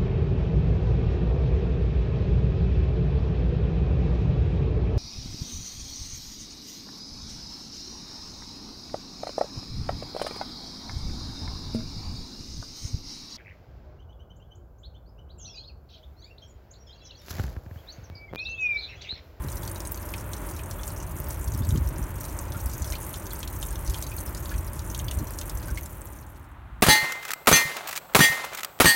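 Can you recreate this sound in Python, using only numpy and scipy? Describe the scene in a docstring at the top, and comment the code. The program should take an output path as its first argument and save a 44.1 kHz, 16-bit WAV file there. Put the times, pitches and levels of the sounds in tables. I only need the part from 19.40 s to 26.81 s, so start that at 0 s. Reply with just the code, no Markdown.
"""On an icy shore, meltwater drips from a ledge, slaps on wet rock and plinks into the pool below. A slap is a
drop bursting on stone; a plink is a tiny trapped bubble ringing inside a splash. Under them run a fine patter
of small drops and spray, a far murmur, and wind on the microphone. Near the end the scene changes: the shore
dissolves into thin wind over open ground."""
import sys
import numpy as np
from scipy import signal
from scipy.fft import rfft, irfft, next_fast_len
from scipy.io import wavfile
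from scipy.ndimage import uniform_filter1d, map_coordinates

SR = 44100
rng = np.random.default_rng(int(sys.argv[2]) if len(sys.argv) > 2 else 0)


def generate_wav(sig):
    """Save sig (samples, or channels by samples) to the path in sys.argv[1] as 16-bit PCM at SR."""
    pcm = np.round(np.clip(np.atleast_2d(sig).T, -1, 1) * 32767).astype(np.int16)
    wavfile.write(sys.argv[1], SR, pcm)


N = 326781

# Levels in the tables are relative; each layer gets its final loudness further down.
# tone of far wind and water: f/Hz, level/dB
SHORE_TONE = [(90, -24), (170, 1.5), (240, -4.5), (325, 2), (475, -8.5), (585, -1.5), (740, -10.5),
              (900, -3.5), (1250, -9), (1550, -11.5), (2100, -17), (3200, -24.5), (5000, -38), (12000, -74)]
# tone of thin wind over land: f/Hz, level/dB
OPEN_GROUND_TONE = [(100, -23), (240, 0.5), (320, -1), (440, -12.5), (650, -4.5), (1000, -1.5),
                    (1450, -4.5), (2400, -15), (3800, -23.5), (5000, -35.5), (15000, -33)]
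# strength of the wind on the microphone: t/s, level/dB
GUSTS = [(0.0, -35.5), (0.37, -40.5), (0.91, -39.5), (1.71, -38.5), (2.33, -32.5), (2.64, -37.5),
         (3.01, -38), (3.36, -38), (3.8, -42.5), (4.33, -35.5), (4.64, -38.5), (5.51, -37), (5.66, -34),
         (5.92, -40), (6.31, -38), (6.56, -43.5), (7.14, -49), (7.41, -43)]
# tone of its rumble: f/Hz, level/dB
RUMBLE_TONE = [(15, -35), (30, -22.5), (45, -2), (63, -2.5), (95, -6.5), (135, -13), (200, -26),
               (400, -41.5), (900, -82)]
# swirls of air that thump the microphone: t/s, level/dB, f/Hz
SWIRLS = [(0.05, -31.5, 165), (2.088, -22, 67), (2.152, -23.5, 108), (2.212, -19, 101), (2.26, -24, 79),
          (2.293, -16, 82), (2.328, -19, 89.5), (2.341, -21, 62), (2.354, -19.5, 150), (2.383, -24.5, 118),
          (2.421, -20.5, 72), (2.472, -22, 65), (2.519, -28, 130), (2.592, -29, 150), (2.63, -24.5, 61.5),
          (3.109, -24.5, 79), (3.169, -32, 139), (3.264, -21, 70), (3.42, -25, 70.6), (3.518, -24.5, 64),
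          (4.498, -18, 55), (5.157, -20.5, 65.6), (5.197, -25, 62.5), (5.779, -20, 78.5), (5.818, -23, 133),
          (6.16, -26, 55), (6.323, -23.5, 64), (6.373, -25, 60)]
# tone of the air breaking up around them: f/Hz, level/dB
FLUTTER_TONE = [(50, -12), (110, 0), (240, 0), (370, -5), (480, -19), (800, -36), (1500, -80)]
# how long the hollow under the ice echoes: f/Hz, t60/s (time to die away by 60 dB)
ECHO_TIMES = [(1000, 0.058), (4000, 0.066), (15000, 0.039)]
# strength of the trickle: t/s, level/dB
TRICKLE_FLOW = [(0.0, -47.5), (0.23, -48), (2.39, -49), (2.53, -51), (3.56, -45.5), (3.81, -47),
                (6.3, -48.5)]
# a string of drops lets go and the patter swells: t/s, rise/dB
DROP_SPURTS = [(1.5, 3.5), (1.91, 7), (2.89, 4.5), (3.69, 5), (4.61, 4), (4.79, 3.5)]
# tone of spray and ticks: f/Hz, level/dB
FIZZ_TONE = [(2000, 1), (5000, -12.5), (7000, -7.5), (9500, 0), (10400, -5), (11200, 0.5), (16000, -1)]
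# tone of splashes on rock: f/Hz, level/dB
ROCK_TONE = [(1500, 6), (3000, -20), (5000, -12), (6200, 3), (7500, -3), (9500, 1.5), (10400, -6.5),
             (11200, -2), (15500, -0.5), (17000, 2)]
# tone of splashes in the pool: f/Hz, level/dB
POOL_TONE = [(2000, -1.5), (4100, 0.5), (5000, -5.5), (6200, 5), (7500, -1), (12000, 5.5)]
# larger bubbles that ring on: t/s, level/dB, f/Hz, t60/s
BIG_BUBBLES = [(1.392, -45, 3320, .032), (1.6, -50, 2810, .047), (2.221, -44, 3480, .026),
               (3.146, -37, 1378, 0.1), (3.531, -36, 2100, .024), (3.536, -37, 2370, .04),
               (3.917, -42.5, 3360, 0.042), (4.312, -44, 1620, 0.062), (4.716, -38, 2435, .055),
               (5.112, -36.5, 1410, .04), (5.117, -34, 1630, 0.036), (6.283, -36.5, 1505, 0.068),
               (6.374, -29.5, 2120, 0.017)]
# drops that plink into the pool: t/s, level/dB, f/Hz
POOL_DROPS = [(0.0852, -33.5, 3800), (0.2773, -26, 4480), (0.3594, -32, 3850), (0.404, -24.5, 5200),
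              (0.545, -29, 4800), (0.575, -32, 4220), (0.7386, -25.5, 2580), (0.9332, -27.5, 4280),
              (1.1934, -33.5, 2390), (1.3112, -28, 4400), (1.4334, -30, 3500), (2.148, -32, 5540),
              (2.307, -29.5, 3800), (2.3595, -31.5, 3180), (2.811, -31, 5600), (3.121, -31.5, 4450),
              (3.4445, -26.5, 4200), (3.523, -23.5, 3970), (3.554, -28.5, 3030), (3.7409, -28, 3330),
              (3.8674, -32, 4500), (4.0302, -22.5, 3220), (4.0761, -27, 4050), (4.2284, -25, 3660),
              (4.357, -30.5, 3600), (4.4764, -26.5, 4760), (4.4987, -23.5, 5200), (4.544, -26, 3100),
              (4.6248, -23, 4900), (4.783, -34, 4260), (4.9488, -27.5, 4700), (5.0575, -30, 4600),
              (5.14, -34, 2450), (5.393, -29.5, 4470), (5.5475, -25.5, 4160), (5.5908, -28, 5600),
              (5.5974, -29.5, 2920), (5.683, -26, 3470), (5.7126, -26, 2850), (5.9878, -21.5, 5150),
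              (6.013, -26.5, 3550), (6.097, -26, 4970), (6.4595, -30.5, 5150)]
# big drops on rock, and the pitch of their water film: t/s, level/dB, f/Hz
ROCK_DROPS = [(0.1185, -24, 8400), (0.315, -19, 9400), (0.4732, -18.5, 8600), (0.5197, -13.5, 14600),
              (0.5591, -26, 13200), (1.111, -26, 9460), (1.4785, -20, 8700), (1.8013, -16.5, 14900),
              (1.9066, -22, 8700), (2.0433, -26.5, 7810), (2.12, -25.5, 6700), (2.1765, -22.5, 11000),
              (2.2897, -21, 6200), (2.4894, -21, 12800), (2.5831, -21, 9440), (2.8075, -23, 12200),
              (2.834, -23, 14700), (2.8529, -23.5, 9580), (2.989, -19.5, 6640), (3.202, -29, 7800),
              (3.26, -18, 12100), (3.3807, -28, 6230), (3.4212, -22, 7440), (3.5017, -23, 5800),
              (3.6413, -30, 6680), (3.693, -26, 11400), (3.8571, -28, 5990), (3.9335, -19.5, 13700),
              (3.992, -20, 12100), (4.004, -25, 6950), (4.2278, -22.5, 6260), (4.7666, -20, 14000),
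              (4.7867, -26, 7000), (4.8624, -21, 11500), (5.5002, -26.5, 5900), (5.5776, -23, 10000),
              (5.7109, -25, 9490), (5.7944, -26, 14000), (5.907, -20.5, 12500), (6.0661, -28, 9580),
              (6.1729, -24.5, 6100), (6.411, -24, 13200), (6.617, -28, 8250), (6.6558, -25, 14200)]

TIME = np.arange(N) / SR
FADE_END_S, FADE_S = 7.185, 0.97  # the scene dissolves from the shore to open ground
SHORE_DB, SHORE_EASE_DB_PER_S, OPEN_GROUND_DB = -42.5, 0.21, -52
RUMBLE_DB, SPRAY_DB, PATTER_DB, PLINK_DB, SLAP_DB = 3.5, -1.5, 1.55, 1.5, -1  # layer gains
FLUTTER_DB, FLUTTER_S, FAST_SWIRL_HZ = -15, .016, 126
STRAYS_PER_S, STRAY_OVER_FLOW_DB, STRAY_HZ = 9, 14.5, 5480
SPURT_S = .04  # about half the length of a spurt
TOP_HZ = 15950


def amp(db):
    """Turn decibels into a gain."""
    return 10 ** (np.asarray(db) / 20)


def unit(x):
    """Scale x to an average strength (rms) of 1."""
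    return x / np.sqrt(np.mean(x ** 2) + 1e-20)


def along(points, hz):
    """Read between (f/Hz, value) points, with octaves evenly spaced."""
    f, v = np.transpose(points)
    return np.interp(np.log(hz + 1), np.log(f + 1), v)


def level(rows):
    """Turn (t/s, level/dB) rows into one gain per sample."""
    s, db = np.transpose(rows)
    return amp(np.interp(TIME, s, db))


def wobble(rate):
    """A smooth curve through rate random values a second."""
    values = rng.standard_normal(int(N * rate / SR) + 4)
    return map_coordinates(values, [np.arange(N) * rate / SR])


def filtered(x, response):
    """Scale each frequency in x by response(hz)."""
    size = next_fast_len(len(x) + 4096)
    hz = np.fft.rfftfreq(size, 1 / SR)
    return irfft(rfft(x, size) * response(hz), size)[:len(x)]


def coloured(x, tone):
    """Shape x with a tone table."""
    return filtered(x, lambda hz: amp(along(tone, hz)))


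def rush(tone):
    """Steady noise with the given tone."""
    return unit(coloured(rng.standard_normal(N), tone))


def add(track, s, sound):
    """Mix a sound into the track at s seconds."""
    part = track[max(0, round(s * SR)):][:len(sound)]
    part += sound[:len(part)]


def shore_fade():
    """Gain of the shore sounds: full, then a straight fade to nothing."""
    return np.clip((FADE_END_S - TIME) / FADE_S, 0, 1)


def far_murmur():
    """Far wind and water murmur; as they fade, wind over open ground takes their place."""
    fade = shore_fade()
    shore_db = SHORE_DB - SHORE_EASE_DB_PER_S * TIME + 0.85 * wobble(7.6)
    shore = fade * amp(shore_db) * rush(SHORE_TONE)
    open_ground = np.sqrt(1 - fade) * amp(OPEN_GROUND_DB) * rush(OPEN_GROUND_TONE)
    return shore + open_ground


def wind_rumble():
    """Wind rumbles on the microphone; the noise is evened out so the gusts set its swell."""
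    rumble = rush(RUMBLE_TONE)
    chance_swell = np.sqrt(np.abs(uniform_filter1d(rumble ** 2, size=SR // 9)))
    return amp(RUMBLE_DB) * level(GUSTS) * rumble / chance_swell


def wind_thumps():
    """A swirl of air pushes and pulls the microphone once or twice; faster ones hit harder."""
    out = np.zeros(N)
    lead = SR // 20
    t = np.arange(-lead, lead) / SR
    push = lambda hz: np.sin(2 * np.pi * (hz * t + rng.random())) * np.exp(-(hz * t / 0.78) ** 2)
    for s, db, hz in SWIRLS:
        hard_edge = min(.7, (hz / 150) ** 2) * push(2.14 * hz)
        add(out, s - lead / SR, amp(db) * (1.2 * push(hz) + hard_edge))
    return out


def wind_flutter():
    """The air breaks up around each swirl, far more so at the fast ones."""
    power = np.zeros(N)
    for s, db, hz in SWIRLS:
        strength = amp(db) * (hz / FAST_SWIRL_HZ) ** 2
        power += strength ** 2 * np.exp(-((TIME - s) / FLUTTER_S) ** 2)
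    return amp(FLUTTER_DB) * np.sqrt(power) * rush(FLUTTER_TONE)


def hollow(sound, echo_db, gap_s):
    """Rock and ice echo after a short gap, differently for each spot where a drop lands."""
    hz, t, bands = signal.stft(rng.standard_normal(SR // 22), SR, nperseg=128)
    decay = amp(-60 * t / along(ECHO_TIMES, hz)[:, None])
    echo = signal.istft(bands * decay, SR, nperseg=128)[1]
    echo *= 1 - np.exp(-(np.arange(len(echo)) / SR / gap_s) ** 2)
    echo *= amp(echo_db) / np.linalg.norm(echo)
    echo[0] += 1  # the direct sound
    return signal.fftconvolve(sound, echo)


def bubble(hz, t60, glide, attack_s):
    """A trapped bubble rings briefly; its pitch creeps up as it nears the surface."""
    t = np.arange(SR // 20) / SR
    note = np.sin(2 * np.pi * hz * (t + glide * t * t / t60))
    ring = note * amp(-60 * t / t60) * (1 - np.exp(-t / attack_s))
    return ring / np.abs(ring).max()


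def splash(hz, t60, db_per_octave):
    """A drop snaps through the surface and its crater breaks up: a hiss from about hz upward."""
    t = np.arange(SR // 25) / SR
    snap = 1.6 * amp(-60 * t / .004)
    burst = rng.standard_normal(len(t)) * (snap + amp(-60 * t / t60))
    tone = [(.48 * hz, -26), (.78 * hz, 0), (1.5 * hz, 0),
            (3 * hz, db_per_octave), (6 * hz, 2 * db_per_octave)]
    hiss = coloured(burst, tone)
    return hiss / np.abs(hiss).max()


def plink(hz):
    """A drop into the pool rings a small bubble inside its splash."""
    drop = .5 * bubble(hz, t60=32 / hz, glide=.03, attack_s=.0001)
    add(drop, 0, splash(hz, t60=80 / hz, db_per_octave=-12.5))
    return drop / np.abs(drop).max()


def slap(hz, t60, width_hz, hiss_gain):
    """A drop bursts on wet stone: a crack, boosted where its film of water rings."""
    t = np.arange(SR // 100) / SR
    burst = rng.standard_normal(len(t)) * amp(-60 * t / t60)
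    film = lambda f: hiss_gain + 1j * f * width_hz / (hz * hz - f * f + 1j * f * width_hz)
    crack = coloured(filtered(burst, film), ROCK_TONE)
    return crack / np.abs(crack).max()


def impact_tick(gain_db=-13, t60=0.0048):
    """A short dry tick that sharpens the start of a big drop's splash."""
    t = np.arange(SR // 200) / SR
    tick = coloured(rng.standard_normal(len(t)) * amp(-60 * t / t60), FIZZ_TONE)
    return amp(gain_db) * tick / np.abs(tick).max()


def spray(per_s, spread_db):
    """Droplets thrown off the rock fall back as a fine fizz."""
    hits = (rng.random(N) < per_s / SR) * rng.standard_normal(N)
    return unit(coloured(hits * amp(spread_db * wobble(70)), FIZZ_TONE))


def patter(per_s, spread_db, pool_share, count=1200):
    """Small drops land at random: most slap on the rock, some plink into the pool."""
    out = np.zeros(N)
    times = np.cumsum(rng.gamma(2, 1 / (2 * per_s), count))
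    traits = rng.standard_normal((count, 3)).clip(-1.8, 1.4)
    for s, (size, pitch, depth), spot in zip(times, traits, rng.random(count)):
        if s > N / SR:
            break
        if spot < pool_share:
            drop = .55 * plink(6800 * np.exp(.17 * pitch))
        else:
            drop = slap(12000 * np.exp(.2 * pitch), t60=.009, width_hz=3000, hiss_gain=.12)
        shade_db = 1.12 * depth  # deep drops arrive weaker, but their echo stays as loud
        add(out, s, amp(spread_db * size - shade_db) * hollow(drop, echo_db=shade_db, gap_s=0.00089))
    return unit(out)


def stray_drops(spread_db, pitch_spread, count=110):
    """Lighter drops reach the pool at uneven times, each with its own size and pitch."""
    out = np.zeros(N)
    times = np.cumsum(rng.gamma(2, 1 / (2 * STRAYS_PER_S), count))
    for s, (size, pitch) in zip(times, rng.standard_normal((count, 2)).clip(-1.5, 1.5)):
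        drop = hollow(plink(STRAY_HZ * np.exp(pitch_spread * pitch)), echo_db=1.5, gap_s=0.001)
        add(out, s, amp(STRAY_OVER_FLOW_DB + spread_db * size) * drop)
    return coloured(out, POOL_TONE)


def trickle():
    """The flow of meltwater sets how loud patter, spray and stray drops are; spurts swell the first two."""
    spurt_db = sum(db * np.exp(-((TIME - s) / SPURT_S) ** 2) for s, db in DROP_SPURTS)
    drops = amp(PATTER_DB) * patter(per_s=110, spread_db=2.4, pool_share=.3)
    fizz = amp(SPRAY_DB) * spray(per_s=7000, spread_db=1.5)
    swell = amp(spurt_db + 0.45 * wobble(11))
    strays = stray_drops(spread_db=2.5, pitch_spread=0.13)
    return level(TRICKLE_FLOW) * shore_fade() * (swell * (drops + fizz) + strays)


def big_bubbles():
    """Larger bubbles sing a slightly rising note while the water closes over them."""
    out = np.zeros(N)
    for s, db, hz, t60 in BIG_BUBBLES:
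        note = bubble(hz, t60, glide=0.092, attack_s=0.00076)
        add(note, 0, amp(2) * splash(hz, t60=0.071, db_per_octave=-3.5))
        add(out, s, amp(db) * hollow(note, echo_db=-4.5, gap_s=0.0015))
    return out


def pool_plinks():
    """Heavier drops plink into the pool and echo in the hollow."""
    out = np.zeros(N)
    for s, db, hz in POOL_DROPS:
        drop = hollow(plink(hz), echo_db=-3, gap_s=0.00035)
        add(drop, 0, impact_tick())
        add(out, s, amp(db + PLINK_DB) * drop)
    return coloured(out, POOL_TONE)


def rock_slaps():
    """Big drops hit the rock close by; the lower the film rings, the longer the crack."""
    out = np.zeros(N)
    for s, db, hz in ROCK_DROPS:
        crack = slap(hz, t60=80 / hz, width_hz=2000, hiss_gain=.16)
        drop = hollow(crack, echo_db=-4, gap_s=.001)
        add(drop, 0, impact_tick())
        add(out, s, amp(db + SLAP_DB) * drop)
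    return out


def scene():
    """Dripping water in the wind, on one channel."""
    water = pool_plinks() + big_bubbles() + rock_slaps() + trickle()
    return (water + wind_rumble() + wind_thumps() + wind_flutter() + far_murmur())[None]


def record(dry):
    """The camera keeps no treble above TOP_HZ."""
    return filtered(dry[0], lambda hz: hz < TOP_HZ)[None]


dry = scene()
out = record(dry)
generate_wav(out)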